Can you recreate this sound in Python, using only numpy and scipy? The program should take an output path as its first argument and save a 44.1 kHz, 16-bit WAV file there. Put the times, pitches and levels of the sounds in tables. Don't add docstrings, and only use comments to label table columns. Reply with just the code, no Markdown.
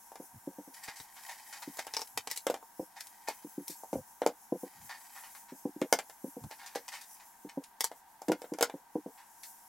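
import sys
import numpy as np
from scipy import signal
from scipy.io import wavfile
from scipy.ndimage import uniform_filter1d, map_coordinates

SR = 44100
rng = np.random.default_rng(int(sys.argv[2]) if len(sys.argv) > 2 else 0)


def to_wav(sig):
    pcm = np.clip(np.atleast_2d(sig), -1, 1) * 32767
    pcm = np.round(pcm).astype(np.int16)
    wavfile.write(sys.argv[1], SR, pcm.T)


N = 426869
TIME = np.arange(N) / SR
HIT = TIME[:SR // 5]
HZ = np.fft.rfftfreq(4096, 1 / SR)


def amp(db):
    return np.exp(np.asarray(db) * (np.log(10) / 20))


def read(points, hz):
    f, value = np.transpose(points)
    return np.interp(np.log(hz + 1), np.log(f + 1), value)


def follow(curve):
    return amp(np.interp(TIME, *np.transpose(curve)))


def evened(x):
    return x / np.sqrt(np.mean(x ** 2) + 1e-20)


def struck(x):
    energy = np.sum(x ** 2, -1, keepdims=True)
    return x / np.sqrt(energy / (.01 * SR) + 1e-20)


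def add(mix, s, sound):
    part = mix[:, max(round(s * SR), 0):][:, :sound.shape[-1]]
    part += sound[..., :part.shape[1]]


def colour(x, points, tilt=0):
    octaves = np.log2(np.maximum(HZ / 1000, 1))
    log_gain = np.log(amp(read(points, HZ) + tilt * octaves))
    circle = np.concatenate([log_gain, log_gain[-2:0:-1]])
    response = np.exp(np.conj(signal.hilbert(circle)))
    taps = np.fft.ifft(response).real[:len(HZ) // 2]
    return signal.oaconvolve(x, taps[None], axes=1)[:, :x.shape[1]]


def band(x, low_hz, high_hz, order):
    return signal.sosfilt(signal.butter(order, [low_hz, high_hz], "band", fs=SR, output="sos"), x)


def ring(modes, contact, detune):
    sound = np.zeros(len(HIT))
    for hz, db, t60 in modes:
        pitch = hz * (1 + detune * rng.standard_normal())
        sound += amp(db - 60 * HIT / t60) * np.cos(2 * np.pi * pitch * HIT)
    push = np.sin(np.pi * np.minimum(HIT / contact, 1)) ** 2
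    return signal.fftconvolve(sound, push)[None, :len(HIT)]


def rebounds(x, share, mean_gap):
    taps = np.zeros(len(HIT))
    delays = np.minimum(0.00393 + np.cumsum(rng.exponential(mean_gap, size=9)), .15)
    signs = rng.choice([-1, 1], size=9)
    taps[(delays * SR).astype(int)] = share * signs * np.exp(-delays / .028)
    taps[0] = 1
    return signal.fftconvolve(x, taps[None], axes=1)[:, :len(HIT)]


def crack(points, decay, rise, chatter, tilt=0):
    envelope = np.exp(-HIT / decay) * (1 - np.exp(-HIT / rise))
    contacts = np.zeros(len(HIT))
    delays = np.minimum(rng.exponential(0.0086, size=4), .04)
    contacts[(delays * SR).astype(int)] = chatter * rng.random(size=4) * np.exp(-delays / 0.036)
    contacts[0] = 1
    envelope = signal.fftconvolve(contacts, envelope)[:len(HIT)]
    return struck(colour(rng.standard_normal((2, len(HIT))) * envelope, points, tilt))


def grains(size, per_s, spread_db, smooth):
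    sizes = amp(spread_db * np.minimum(rng.exponential(1, size), np.pi))
    slips = (rng.random(size) < per_s / SR) * sizes
    slips = evened(slips * rng.choice([-1., 1.], (2, size)))
    return evened(slips + smooth * rng.standard_normal((2, size)))


def ripple(depth_db, size):
    chance = rng.standard_normal(len(HZ))
    return depth_db * evened(signal.fftconvolve(chance, np.hanning(size), "same"))


def creased(points, depth_db):
    return np.column_stack([HZ, read(points, HZ) + ripple(depth_db, size=35)])


def waver(seconds):
    knots = rng.standard_normal(N // 100)
    return evened(map_coordinates(knots, [TIME / seconds], order=3, mode="mirror"))


# frequency in Hz, relative level in dB.
DRONE_SPECTRUM = [(20, -21), (50, -19), (130, -23), (215, -13.5), (400, -21), (580, -22.5), (740, -5),
                  (930, -1), (1100, -12.5), (1350, -16.5), (1600, -12.5), (2600, -25), (5000, -26.5)]
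# frequency in Hz, level in dB.
HUM_TONES = [(936, -69), (1564, -78)]
# frequency in Hz, relative level in dB.
HISS_SPECTRUM = [(1000, -38.5), (2500, -19), (4200, -26.5), (5400, -4.5), (7000, -2.5), (9500, -3.5),
                 (10400, -2.5), (11200, 3.5), (12200, -2.5), (14500, -3), (16000, -4.5)]
# time in seconds, level in dB.
HISS_LEVEL = [(0.0, -62), (0.48, -60.5), (0.83, -59), (1.78, -57), (2.78, -61), (3.85, -56.5),
              (4.39, -61.5), (5.34, -56), (5.69, -60.5), (7.14, -58), (7.6, -68), (8.52, -66), (9.1, -66),
              (9.44, -56.5), (9.68, -60)]
HISS_WAVER_DB, HISS_WAVER_S = 2.2, .06


def background():
    air = amp(-62.5) * evened(colour(rng.standard_normal((2, N)), DRONE_SPECTRUM))
    drift = waver(.12)
    for tone_hz, db in HUM_TONES:
        phase = 2 * np.pi * np.cumsum(tone_hz * (1 + 0.001736 * drift)) / SR
        air[0] += amp(db) * evened(np.sin(phase))
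    _, _, z = signal.stft(rng.standard_normal((2, N)), SR, nperseg=512)
    patches = uniform_filter1d(rng.standard_normal(z.shape[1:]), size=2, axis=0)
    patches = evened(uniform_filter1d(patches, size=30, axis=1))
    shimmer = signal.istft(z * amp(2.8 * patches), SR)[1][:, :N]
    hiss = follow(HISS_LEVEL) * evened(colour(shimmer, HISS_SPECTRUM))
    return air + amp(HISS_WAVER_DB * waver(HISS_WAVER_S)) * hiss


# frequency in Hz, time to fall 60 dB in seconds.
KITCHEN_DECAY = [(200, 0.12), (600, 0.053), (1500, 0.1), (5000, 0.1), (9000, 0.078), (15000, 0.08)]


def kitchen(x, wet_db, gap):
    t = TIME[:SR // 2]
    taps = rng.standard_normal((2, len(t))) * (rng.random(len(t)) < 5000 / SR) * (t > gap)
    hz, at, z = signal.stft(taps, SR, nperseg=256)
    decay = amp(-60 * at / read(KITCHEN_DECAY, hz)[:, None])
    tail = signal.istft(z * decay, SR)[1]
    tail /= np.linalg.norm(tail, axis=1, keepdims=True)
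    return x + amp(wet_db) * signal.oaconvolve(x, tail, axes=1)[:, :N]


# start in seconds, body level in dB,
# favoured pitch of the ring in Hz, clack level in dB, click level in dB.
LANDINGS = [(0.118, -48, 910, -66, -66), (0.156, -48.5, 785, -56, -55), (1.79, -41, 770, -53, -46),
            (1.868, -43.5, 890, -47.5, -47.5), (2.467, -27.5, 496, -36.5, -37.5),
            (2.499, -26, 494, -44, -43), (2.541, -37.5, 775, -45.5, -47), (2.563, -50, 910, -69, -61),
            (3.285, -32.5, 800, -55, -39), (3.835, -43.5, 910, -79, -62), (3.93, -31.5, 482, -55, -51.5),
            (4.218, -27, 560, -43.5, -52), (4.263, -20.5, 535, -38.5, -36), (5.815, -40, 338, -41, -46),
            (5.926, -20.5, 620, -28, -24.5), (5.988, -36.5, 786, -40.5, -40.5),
            (6.097, -53.5, 856, -55.5, -55), (6.511, -47, 900, -76, -57), (6.757, -33.5, 470, -60, -45.5),
            (7.915, -43.5, 710, -56, -60), (8.218, -44, 845, -63, -52.5), (8.283, -35, 301, -47, -45.5),
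            (8.318, -26.5, 322, -38, -40.5), (8.418, -43.5, 520, -56, -53.5), (8.442, -42.5, 484, -56, -78),
            (8.536, -46, 334, -53.5, -49.5), (8.586, -39, 725, -49.5, -48), (8.609, -27, 493, -36, -35.5),
            (8.626, -25.5, 574, -29, -26.5), (8.697, -42, 836, -50, -57)]
# frequency in Hz, relative level in dB, 60 dB decay in seconds.
PACK_MODES = [(230, -11, .03), (310, -4, .035), (410, -5, .025), (495, 1, .06), (590, 0, .024),
              (700, 2, .03), (800, 3, .036), (890, 1, .04), (1130, -5, .04)]
# frequency in Hz, relative level in dB, 60 dB decay in seconds.
WALL_MODES = [(1072, 4.5, 0.11), (1260, -8, 0.05), (1515, -23, 0.088), (2100, 3, .12), (2665, -38, 0.042),
              (2670, -25, 0.25), (3440, -9, 0.22)]
# frequency in Hz, relative level in dB.
CLACK_SPECTRUM = [(500, -18.5), (1000, -4), (1450, 1.5), (1750, -1.5), (2050, -4), (2800, -6.5),
                  (3800, -7.5), (5500, -34), (9000, -50)]
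# frequency in Hz, relative level in dB.
CLICK_SPECTRUM = [(1500, -38), (3300, -21), (4600, 5), (7500, 4), (9500, 1), (13000, -1.5), (16000, -9)]


def knocks():
    bodies, tops = np.zeros((2, 2, N))
    for s, db, hz, clack_db, click_db in LANDINGS:
        modes = [(f, level - 18 * abs(np.log2(f / hz)), t60) for f, level, t60 in PACK_MODES]
        body = band(ring(modes, contact=0.00079, detune=0.02), 225, 976, order=3)
        wall = struck(ring(WALL_MODES, contact=0.00024, detune=0.0099))
        clack = crack(CLACK_SPECTRUM, decay=0.0024, rise=0.0023, chatter=0.65) + 0.37 * wall
        click = crack(CLICK_SPECTRUM, decay=0.0013, rise=0.0014, chatter=0.53)
        add(bodies, s - .0004, amp(db) * struck(rebounds(body, share=0.15, mean_gap=.005)))
        add(tops, s, amp(clack_db) * clack)
        add(tops, s, amp(click_db) * click)
    return kitchen(bodies, wet_db=-5.5, gap=0.0069) + kitchen(tops, wet_db=-7.5, gap=.006)


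# start in seconds, level of the lower resonances in dB,
# hardness as the upper resonances over the lower in dB.
FEET_AND_LOADS = [(0.199, -44, -2.5), (0.473, -35, -8), (0.584, -41.5, -4), (0.675, -49.5, -7),
                  (1.675, -38.5, -17), (2.794, -35, 0), (3.446, -40.5, -10.5), (3.579, -33, -16),
                  (3.697, -45.5, -10), (3.93, -32.5, -22), (3.954, -35, 3), (4.522, -27.5, -2.5),
                  (4.632, -38.5, 0), (5.521, -42.5, -11.5), (5.653, -29, -6.5), (5.762, -40.5, -19),
                  (5.816, -26, -3.5), (6.242, -34.5, -7.5), (6.366, -41, -1), (7.448, -41, -8),
                  (7.573, -31.5, -6.5), (8.285, -29.5, -7.5), (8.295, -24.5, -1.5), (8.519, -33, -6),
                  (8.739, -39, -4), (8.954, -29, -2), (9.06, -39.5, -1.5)]
# frequency in Hz, relative level in dB, 60 dB decay in seconds.
COUNTER_LOW_MODES = [(155, -23, .06), (207, -12, .045), (288, 0, .048), (360, -5, .04)]
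# frequency in Hz, relative level in dB, 60 dB decay in seconds.
COUNTER_HIGH_MODES = [(494.5, 7, 0.039), (694, -6, 0.04), (775, -8, 0.044), (946, -8.5, 0.083)]
THUD_PITCH_SPREAD = .05


def thuds():
    out = np.zeros((2, N))
    for s, db, hard_db in FEET_AND_LOADS:
        low = ring(COUNTER_LOW_MODES, contact=0.0016, detune=THUD_PITCH_SPREAD)
        low = rebounds(band(low, 162.0, 382, order=3), share=0.28, mean_gap=.0035)
        top = ring(COUNTER_HIGH_MODES, contact=0.00096, detune=THUD_PITCH_SPREAD)
        top = rebounds(band(top, 415, 960, order=4), share=0.26, mean_gap=0.0038)
        add(out, s - .0012, amp(db) * struck(low))
        add(out, s + 0.0007, amp(db + hard_db) * struck(top))
    return out


# start in seconds, level at the height of the swell
# in dB, length in seconds (held to 0.2 at most).
WEIGHT_SHIFTS = [(0.323, -55.5, 0.076), (0.883, -38.5, 0.0055), (1.002, -52, 0.013), (2.136, -61, 0.09),
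                 (2.792, -52, 0.021), (3.925, -48, 0.11), (4.723, -63, 0.23), (6.406, -44, 0.089)]
# frequency in Hz, relative level in dB.
SHUDDER_SPECTRUM = [(20, -25), (50, 5), (110, 0.5), (160, -12), (260, -10), (420, -19), (900, 6.5),
                    (3000, -36)]
SHUDDER_HZ = 152


def rumbles():
    out = np.zeros((2, N))
    for s, db, length in WEIGHT_SHIFTS:
        noise = colour(rng.standard_normal((2, len(HIT))), SHUDDER_SPECTRUM)
        shudder = evened(band(noise, SHUDDER_HZ / 1.35, SHUDDER_HZ * 1.6, order=2))
        swell = np.sin(np.pi * np.minimum(HIT / min(length, HIT[-1]), 1)) ** 2
        add(out, s, amp(db) * shudder * swell)
    return out


# start in seconds, length in seconds, level in dB.
ARM_MOVES = [(0.728, 0.56, -57), (1.157, 1, -56), (2.875, 0.93, -64.5), (4.612, 0.93, -60.5),
             (6.496, 1, -67.5)]
# frequency in Hz, relative level in dB.
SLIDE_SPECTRUM = [(100, -30.5), (500, -21.5), (850, 8), (1250, -6), (1900, 4.5), (2800, -5.5), (5200, -1.5),
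                  (8000, -6), (12000, -10.5), (16000, -20)]
MOVE_ATTACK_S, MOVE_RELEASE_S = 0.075, 0.36


def rustle():
    folds = np.zeros((2, N))
    for fold in range(3):
        clumps = uniform_filter1d(rng.standard_normal(N), size=800)
        clumps = evened(uniform_filter1d(clumps, size=300))
        slips = grains(N, per_s=700, spread_db=5, smooth=.5) * amp(4.5 * clumps)
        folds += colour(slips, creased(SLIDE_SPECTRUM, depth_db=5), tilt=0.063)
    movement = np.zeros(N)
    for start, length, db in ARM_MOVES:
        attack = (TIME - start) / MOVE_ATTACK_S
        release = (start + length - TIME) / MOVE_RELEASE_S
        movement += amp(db) * np.clip(np.minimum(attack, release), 0, 1)
    return movement * evened(folds)


# start in seconds, level in dB before the stroke shapes it,
# brightness as a pitch in Hz that sets the tilt, length of the stroke in seconds.
SLIDES = [(0.741, -46, 5400, 0.021), (0.836, -45, 5660, 0.046), (0.8774, -42.5, 1770, 0.061),
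          (0.959, -52, 5900, 0.12), (1.1644, -52, 1790, 0.076), (1.2878, -46.5, 2040, 0.1),
          (1.5255, -46.5, 3180, 0.093), (1.622, -41, 2400, 0.033), (1.788, -35, 2430, 0.027),
          (2.008, -41.5, 5020, 0.024), (2.302, -43.5, 4770, 0.06), (2.3607, -38, 8140, 0.021),
          (2.9637, -48, 1780, 0.057), (3.275, -40, 1980, 0.069), (3.6995, -43.5, 11600, 0.067),
          (4.894, -43.5, 1480, .1), (5.153, -51.5, 1420, 0.11), (5.2367, -51, 1440, 0.077),
          (5.3494, -47.5, 1520, .04), (5.4844, -56, 1690, 0.073), (6.508, -46.5, 1800, 0.057),
          (6.5903, -55, 1570, 0.33), (6.662, -46.5, 4300, 0.052), (6.752, -38, 2060, 0.045),
          (6.8827, -36.5, 3200, 0.021), (6.9205, -43.5, 2490, 0.11), (7.013, -48.5, 6950, 0.052),
          (7.198, -53, 1800, 0.056), (7.491, -47.5, 2150, 0.031), (7.638, -47.5, 5300, 0.018),
          (9.1744, -58, 1580, 0.12), (9.434, -46.5, 5540, 0.04)]


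def scuffs():
    out = np.zeros((2, N))
    for s, db, hz, length in SLIDES:
        slips = grains(len(HIT), per_s=1800, spread_db=5, smooth=.5)
        surface = creased(SLIDE_SPECTRUM, depth_db=1.8)
        rub = evened(colour(slips, surface, tilt=3.65 * np.log2(hz / 3200)))
        stroke = (1 - np.exp(-HIT / 0.003)) * np.exp(-(HIT / (.5 * length)) ** 1.67)
        add(out, s - .003, amp(db) * stroke * rub)
    return out


# time of the snap in seconds, snap level in dB,
# brightness as a pitch in Hz that sets the tilt, level of the hollow shell in dB.
BUCKLES = [(0.8829, -48.5, 2190, -49.5), (1, -48.5, 2500, -54), (1.771, -47, 10500, -55),
           (1.793, -44, 2530, -45), (1.9376, -42, 4870, -49), (1.9468, -43.5, 2820, -62),
           (1.9674, -40, 5130, -39), (1.9934, -50, 4930, -44), (2.0176, -47.5, 5200, -43.5),
           (2.073, -54, 8900, -77), (2.175, -33, 6100, -37), (2.2731, -41, 4630, -41.5),
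           (2.3128, -35.5, 7300, -50), (2.374, -37, 7860, -56), (2.6272, -67, 11900, -52),
           (3.0076, -44, 5680, -80), (3.0698, -52, 7510, -76), (3.68, -39, 15840, -59),
           (6.4387, -56.5, 7000, -55), (7.807, -29.5, 8060, -39), (7.8419, -28.5, 7800, -37.5)]
# frequency in Hz, relative level in dB.
SNAP_SPECTRUM = [(400, -16.5), (1200, -12), (2000, 5.5), (2700, -0.5), (4000, 6), (5200, 4.5), (8000, 5.5),
                 (11000, 2.5), (16000, -5)]
# frequency in Hz, relative level in dB,
# 60 dB decay in seconds.
FOLD_MODES = [(5070, 3, 0.013), (5490, 4.5, 0.013), (6300, -8, 0.008)]
# frequency in Hz, relative level in dB, 60 dB decay in seconds.
SHELL_MODES = [(512, -2.5, 0.025), (755, -5, 0.042), (862, 0.5, 0.045), (1044, -10, 0.078),
               (1020, -1, 0.013)]
LEAD_IN_DB, SNAP_ROOM_DB = -8, -4.5


def snaps():
    lead_ins, flips = np.zeros((2, 2, N))
    swell = np.exp(-HIT[::-1] / 0.0021)
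    for s, db, hz, shell_db in BUCKLES:
        plastic = creased(SNAP_SPECTRUM, depth_db=2)
        tilt = 5 * np.log2(hz / 6500)
        snap = crack(plastic, decay=0.0016, rise=0.00077, chatter=0.22, tilt=tilt)
        fold_share = 2.1 * np.exp(-(np.log2(hz / 5200) / 0.11) ** 2)
        snap += fold_share * struck(ring(FOLD_MODES, contact=.0001, detune=0.031))
        shell = ring(SHELL_MODES, contact=0.00022, detune=0.032)
        shell = struck(band(shell, 205, 1320, order=2))
        spray = grains(len(HIT), per_s=540, spread_db=8, smooth=0.19)
        lead_in = evened(colour(spray, SNAP_SPECTRUM)) * swell
        add(lead_ins, s - HIT[-1], amp(db + LEAD_IN_DB) * lead_in)
        add(flips, s, amp(db) * snap + amp(shell_db) * shell)
    return lead_ins + kitchen(flips, wet_db=SNAP_ROOM_DB, gap=0.0027)


def stereo(x, width):
    side = colour(x[1:], width)[0]
    return np.array([x[0] + side, x[0] - side])


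# frequency in Hz, side minus mid in dB.
HANDLING_WIDTH = [(40, -22), (130, -13.5), (280, -34), (550, -81), (1100, -25), (2200, -14.5), (4500, -8.5),
                  (12000, -8)]
# frequency in Hz, side minus mid in dB.
ROOM_WIDTH = [(60, -6.5), (150, -10.5), (380, -12), (950, -7), (2380, -3.5), (5980, -4), (15000, -4)]


def scene():
    handling = knocks() + snaps() + kitchen(scuffs(), wet_db=-2.5, gap=.003)
    handling += thuds() + rustle() + rumbles()
    return stereo(handling, HANDLING_WIDTH) + stereo(background(), ROOM_WIDTH)


EDGE_HZ = 16150


def record(dry):
    lean = colour(dry, [(1500, -34.0), (5000, -19), (12000, -17.0)])
    lean *= np.array([[1], [-1]])
    low_pass = signal.firwin(301, EDGE_HZ, window=("kaiser", 9), fs=SR)
    return signal.oaconvolve(dry + lean, low_pass[None], "same")


dry = scene()
out = record(dry)
to_wav(out)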